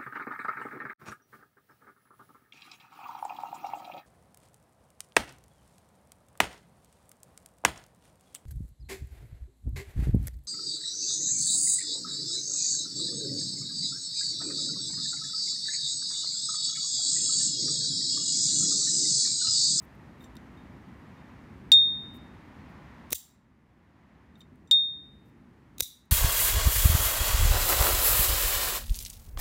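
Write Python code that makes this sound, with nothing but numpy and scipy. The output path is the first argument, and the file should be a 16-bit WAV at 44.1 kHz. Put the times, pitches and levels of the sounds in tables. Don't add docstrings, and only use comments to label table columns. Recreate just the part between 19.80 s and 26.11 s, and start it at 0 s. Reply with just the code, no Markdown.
import sys
import numpy as np
from scipy import signal
from scipy.fft import rfft, irfft, next_fast_len
from scipy.io import wavfile
from scipy.ndimage import uniform_filter1d, minimum_filter1d, map_coordinates

SR = 44100
rng = np.random.default_rng(int(sys.argv[2]) if len(sys.argv) > 2 else 0)


def digitize_waveform(pressure):
    field = np.atleast_2d(pressure).T
    bounded = np.clip(field, -1, 1)
    quanta = np.round(bounded * 32767).astype(np.int16)
    wavfile.write(sys.argv[1], SR, quanta)


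N = 278271

# (time [s], rumble level [dB], tyre rush level [dB])
TRAFFIC = [(0, -50, -58), (.7, -50, -59), (1.401, -50.5, -57), (1.999, -48, -59), (2.5, -50, -58.5),
           (2.9, -49, -55), (3.3, -51, -56), (3.8, -51, -59.5), (4.4, -48.5, -57), (5, -50, -62),
           (5.6, -49.5, -61), (6.31, -51, -59.5)]
# (frequency [Hz], density [dB per Hz])
RUMBLE_SPECTRUM = [(12, -51.5), (20, -32.5), (45, -7), (65, 2.5), (103, -1), (252, 0), (290, -4.5),
                   (352, -8), (515, -19), (900, -34), (1170, -43), (1980, -120)]
TYRE_SPECTRUM = [(290, -30), (500, -3), (597, -2), (704, -1.5), (938, 1), (1540, -5), (1860, -3),
                 (2990, -14.5), (7000, -30.5), (9100, -55.5), (15400, -120)]
HISS_SPECTRUM = [(2350, -28), (4000, -7.5), (8320, -9.5), (15100, -14.5), (16000, -24), (16600, -51.5)]
# (frequency [Hz], t60 [s])
WALL_DECAY = [(300, .2), (2000, .3), (4000, .4), (6500, .34), (10000, .3), (16000, .24)]
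# (frequency [Hz], gain [dB])
MICROPHONE = [(25, -9.5), (45, 0), (15700, -0.5), (16100, -10.5), (16600, -23)]
TOP_HZ = 16700

# (start [s], length [s], peak of the rms envelope [dB])
RUBS = [(.01, 0.05, -65), (0.148, .0097, -72), (0.38, .097, -72), (2.179, 0.063, -83.5),
        (2.333, 0.051, -63.5), (2.879, .05, -80), (4.568, .063, -68), (5.434, 0.088, -74),
        (6.252, .01, -60.5)]
# (frequency [Hz], density [dB per Hz])
SKIN_SPECTRUM = [(2000, -34.5), (6000, -11.5), (10000, -7), (15000, -1), (17000, -15)]

# (time [s], burst level [dB], contact [s], t60 [s],
# main (3820 Hz) case mode offset [dB], puff offset [dB])
SNAPS = [(3.3287, 2, 0.0011, 0.015, -3.5, -7), (6.0055, 3, 0.0021, 0.011, 8.5, -8)]
# (frequency [Hz], density [dB per Hz])
SNAP_SPECTRUM = [(300, -40), (900, -18.5), (1600, -16), (2600, -12), (4000, -8.5), (5000, -9.5),
                 (7000, -4.5), (10700, -6.5), (15000, -12.5), (17000, -9)]
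# (frequency [Hz], relative level [dB], t60 [s])
CASE_MODES = [(3820, 0, .012), (2550, -6, .008), (5880, -17, .07), (7500, -3, .01), (9300, -6, .008),
              (12750, 6, .009), (15100, 10, .009)]
SNAP_RISE_S, SNAP_RING_DB = 0.00032, -3.5
# (delay after snap [s], relative level [dB], frequency [Hz], t60 [s])
PUFFS = [(-.009, -27, 310, .03), (.0006, 1, 502.4, .013)]
# (time [s], level [dB], t60 [s])
THUMPS = [(3.340, -26.5, .1), (6.022, -9.5, 0.026)]
THUMP_HZ = 72
# (lead before the snap [s], ...)
CAM_LEAD_S = (.0235, .0118, .0060)
# (level relative to the snap [dB], ...)
CAM_REL_DB = (-41.5, -43, -33)
# (length of contact [s], ...)
CAM_CONTACT_S = (.0035, 0.0029, .005)
CAM_RISE_S, CAM_T60_S, CAM_RING_DB = 0.00053, 0.0069, -1.5

# (frequency [Hz], relative level
# [dB], t60 swinging free [s])
LID_MODES = [(3677.5, 0, .55), (3880, -30, .15), (2850, -28, .03), (4813, -25, .06), (5885, -22, .05),
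             (6480, -36, .1), (7428, -22, .085), (9140, -34, .1), (11040, -53, .2), (12800, -42, .04),
             (15150, -42, .06)]
# (frequency [Hz], density [dB per Hz])
CRACK_SPECTRUM = [(1000, -44.5), (2000, -18.5), (3000, -1.5), (4200, 0), (6000, -11), (9000, -7),
                  (13000, -15), (16000, -17)]
# (time [s], ring level [dB], crack level [dB], longest t60 under the thumb [s],
# ring tilt [dB per octave], crack tilt [dB per octave])
TICKS = [(.407, -52, -66, .08, 6, 6), (.438, -54.5, -59, 0.12, 0, 6), (.4425, -71, -52, .15, 55, 0),
         (.554, -60, -52, .05, 0, 12), (.567, -51, -45.5, 0.04, 21, -1.5), (0.772, -61.5, -74, .25, 2, 4),
         (1.375, -67, -78, 0.27, 6, 0), (4.555, -46, -68.5, .05, 1.5, 6.5), (4.606, -39.5, -51, .09, 9, 7),
         (4.615, -74, -40.5, .15, 40, -10), (4.757, -72, -59, .05, 0, 7), (4.874, -55, -60, 0.11, 28, 3)]
TICK_CRACK_T60_S = .014
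# (time [s], ring level [dB], crack level [dB],
# longest t60 the grip allows [s], ring tilt [dB per octave])
FLICKS = [(1.9178, -5, -11, 2, 0.5), (4.9114, -2.5, -9.5, 0.5, -7.5)]
FLICK_CRACK_T60_S, FLICK_CRACK_TILT_DB_PER_OCT = 0.013, -2
BOUNCE_DELAY_S, BOUNCE_CRACK_T60_S = .0074, 0.035
BOUNCE_RING_DB, BOUNCE_CRACK_DB, BOUNCE_TILT_DB_PER_OCT = -28, -15, 22
TILT_LIMIT_OCT = .68


def amp(db):
    return 10 ** (np.asarray(db) / 20)


def unit(x):
    return x / np.sqrt(np.mean(x ** 2) + 1e-20)


def along(points, hz):
    point_hz, values = np.transpose(points)
    return np.interp(np.log(hz + 1), np.log(point_hz + 1), values)


def filtered(x, response):
    size = next_fast_len(len(x) + 8192)
    spectrum = rfft(x, size) * response(np.fft.rfftfreq(size, 1 / SR))
    return irfft(spectrum, size)[:len(x)]


def without_bass(x, corner_hz):
    return filtered(x, lambda hz: 1 / (1 + (corner_hz / (hz + 1)) ** 4))


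def noise(spectrum, size):
    return unit(filtered(rng.standard_normal(size), lambda hz: amp(along(spectrum, hz))))


def wobble(rate_hz):
    knots = rng.standard_normal(int(N * rate_hz / SR) + 4)
    return map_coordinates(knots, [np.arange(N) * rate_hz / SR])


def add(track, time_s, sound):
    part = track[round(time_s * SR):][:len(sound)]
    part += sound[:len(part)]


def street():
    time_s, rumble_db, tyre_db = np.transpose(TRAFFIC)
    t = np.arange(N) / SR
    rumble_gain = amp(np.interp(t, time_s, rumble_db) + .8 * wobble(3.8))
    rumble = rumble_gain * noise(RUMBLE_SPECTRUM, size=N)
    tyre_gain = amp(np.interp(t, time_s, tyre_db) + .6 * wobble(2.5))
    tyres = tyre_gain * noise(TYRE_SPECTRUM, size=N)
    return rumble + tyres + amp(-78.5) * noise(HISS_SPECTRUM, size=N)


def walls(x, first_db, swell_db, gap_s=.0145, first_s=.0165):
    hz, t, bands = signal.stft(rng.standard_normal(SR // 2), SR, nperseg=256)
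    decay = amp(-60 * t / along(WALL_DECAY, hz)[:, None])
    tail = signal.istft(bands * decay, SR, nperseg=256)[1]
    u = np.arange(len(tail)) / SR
    ramp_db = first_db + swell_db * (u / first_s - 1)
    group_db = ramp_db / (1 + np.exp(np.clip((u - first_s) / .0015, -50, 50)))
    tail = tail * amp(group_db) * (1 - np.exp(-u / 0.0015))
    tail = np.pad(tail / np.linalg.norm(tail), (round(gap_s * SR), 0))
    return signal.fftconvolve(x, tail)[:N]


def rubs():
    shape = np.zeros(N)
    for time_s, length_s, db in RUBS:
        add(shape, time_s, amp(db) * np.hanning(round(length_s * SR)) ** .5)
    grain = amp(2.6 * wobble(100))
    return shape * unit(grain * noise(SKIN_SPECTRUM, size=N))


def puffs():
    out, t = np.zeros(N), np.arange(8192) / SR
    pushes = []
    for snap_s, *_, puff_db in SNAPS:
        pushes += [(snap_s + delay_s, puff_db + db, hz, t60_s) for delay_s, db, hz, t60_s in PUFFS]
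    pushes += [(time_s, db, THUMP_HZ, t60_s) for time_s, db, t60_s in THUMPS]
    for time_s, db, hz, t60_s in pushes:
        add(out, time_s, amp(db - 60 * t / t60_s) * np.sin(2 * np.pi * hz * t))
    return out


def contacts():
    rows = []
    for time_s, db, contact_s, t60_s, main_db, _ in SNAPS:
        for lead_s, rel_db, touch_s in zip(CAM_LEAD_S, CAM_REL_DB, CAM_CONTACT_S):
            rows.append((time_s - lead_s, db + rel_db, CAM_RISE_S, touch_s, CAM_T60_S, CAM_RING_DB, main_db))
        rows.append((time_s, db, SNAP_RISE_S, contact_s, t60_s, SNAP_RING_DB, main_db))
    return rows


def shutting():
    bursts, ring, pulses = np.zeros(N), np.zeros(N), np.zeros(N)
    t = np.arange(4096) / SR
    impulse = np.eye(1, 4096, 64)[0]
    pulse = filtered(impulse, lambda hz: amp(along(SNAP_SPECTRUM, hz)))
    for time_s, db, rise_s, contact_s, t60_s, ring_db, main_db in contacts():
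        start = amp(db) * (1 - np.exp(-t / rise_s))
        after_s = np.maximum(t - contact_s, 0)
        shape = start * amp(-60 * after_s / t60_s)
        add(bursts, time_s, shape * noise(SNAP_SPECTRUM, size=4096))
        add(pulses, time_s, pulse * np.linalg.norm(shape) / np.linalg.norm(pulse))
        for k, (hz, mode_db, mode_t60_s) in enumerate(CASE_MODES):
            level_db = mode_db + ring_db + rng.normal(0, 1.7) + (main_db if k == 0 else 0)
            tone = np.sin(2 * np.pi * (hz * t + rng.random()))
            add(ring, time_s, start * amp(level_db - 60 * t / mode_t60_s) * tone)
    return bursts, ring, pulses


def blows():
    rows = [(time_s, ring_db, crack_db, TICK_CRACK_T60_S, *rest) for time_s, ring_db, crack_db, *rest in TICKS]
    for time_s, ring_db, crack_db, grip_s, tilt in FLICKS:
        rows.append((time_s, ring_db, crack_db, FLICK_CRACK_T60_S, grip_s, tilt, FLICK_CRACK_TILT_DB_PER_OCT))
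        rows.append((time_s + BOUNCE_DELAY_S, ring_db + BOUNCE_RING_DB, crack_db + BOUNCE_CRACK_DB,
                     BOUNCE_CRACK_T60_S, grip_s, tilt + BOUNCE_TILT_DB_PER_OCT, FLICK_CRACK_TILT_DB_PER_OCT))
    return rows


def lid(rebound_s=.0115, turn_s=.0045, dip_db=-3):
    ring, cracks = np.zeros(N), np.zeros(N)
    t = np.arange(SR) / SR
    short = t[:2048]
    dip = amp(dip_db * np.exp(-((t - rebound_s) / turn_s) ** 2))
    swing = (1 - np.exp(-t / .0004)) * dip
    for time_s, ring_db, crack_db, crack_t60_s, grip_s, ring_tilt, crack_tilt in blows():
        for hz, mode_db, t60_s in LID_MODES:
            octaves = min(np.log2(hz / LID_MODES[0][0]), TILT_LIMIT_OCT)
            level_db = ring_db + mode_db + ring_tilt * octaves
            decay = amp(level_db - 60 * t / min(t60_s, grip_s))
            add(ring, time_s, swing * decay * np.sin(2 * np.pi * hz * t))
        shape = amp(crack_db - 60 * short / crack_t60_s) * (1 - np.exp(-short / 0.00036))
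        tilted = [(hz, db + crack_tilt * np.log2(hz / 4000)) for hz, db in CRACK_SPECTRUM]
        add(cracks, time_s, shape * noise(tilted, size=2048))
    return without_bass(ring, 1800), without_bass(cracks, 1800)


def scene():
    ring, cracks = lid()
    bursts, case, pulses = shutting()
    sent = without_bass(pulses + amp(2.0) * case, 2200)
    early = np.arange(N) < N * 3 // 4
    echoes = amp(-11.5) * walls(sent * early, first_db=12.0, swell_db=8)
    echoes += amp(-12.5) * walls(sent * ~early, first_db=7, swell_db=2.0)
    echoes += walls(amp(-24) * cracks + amp(-27.5) * ring, first_db=6.5, swell_db=-2.8)
    return (ring + cracks + bursts + case + puffs() + rubs() + echoes + street())[None]


def limiter(x, sense_hz=6000, ceiling_db=-17, stages=((.03, .15), (.5, .4), (5, .45))):
    treble = filtered(x, lambda hz: hz > sense_hz)
    level_db = 10 * np.log10(np.abs(uniform_filter1d(treble ** 2, size=64)) + 1e-12)
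    log_excess = np.log(np.maximum(level_db - ceiling_db, 1e-3))
    wanted = -minimum_filter1d(-log_excess, size=33)
    t = np.arange(N) / SR
    cut_db = np.zeros(N)
    for tau_s, share in stages:
        cut_db += share * np.exp(np.maximum.accumulate(wanted + t / tau_s) - t / tau_s)
    cut_db = cut_db / sum(share for _, share in stages)
    return x * amp(-uniform_filter1d(cut_db, size=17))


def record(dry):
    limited = limiter(dry[0])
    return filtered(limited, lambda hz: amp(along(MICROPHONE, hz)) * (hz < TOP_HZ))[None]


dry = scene()
out = record(dry)
digitize_waveform(out)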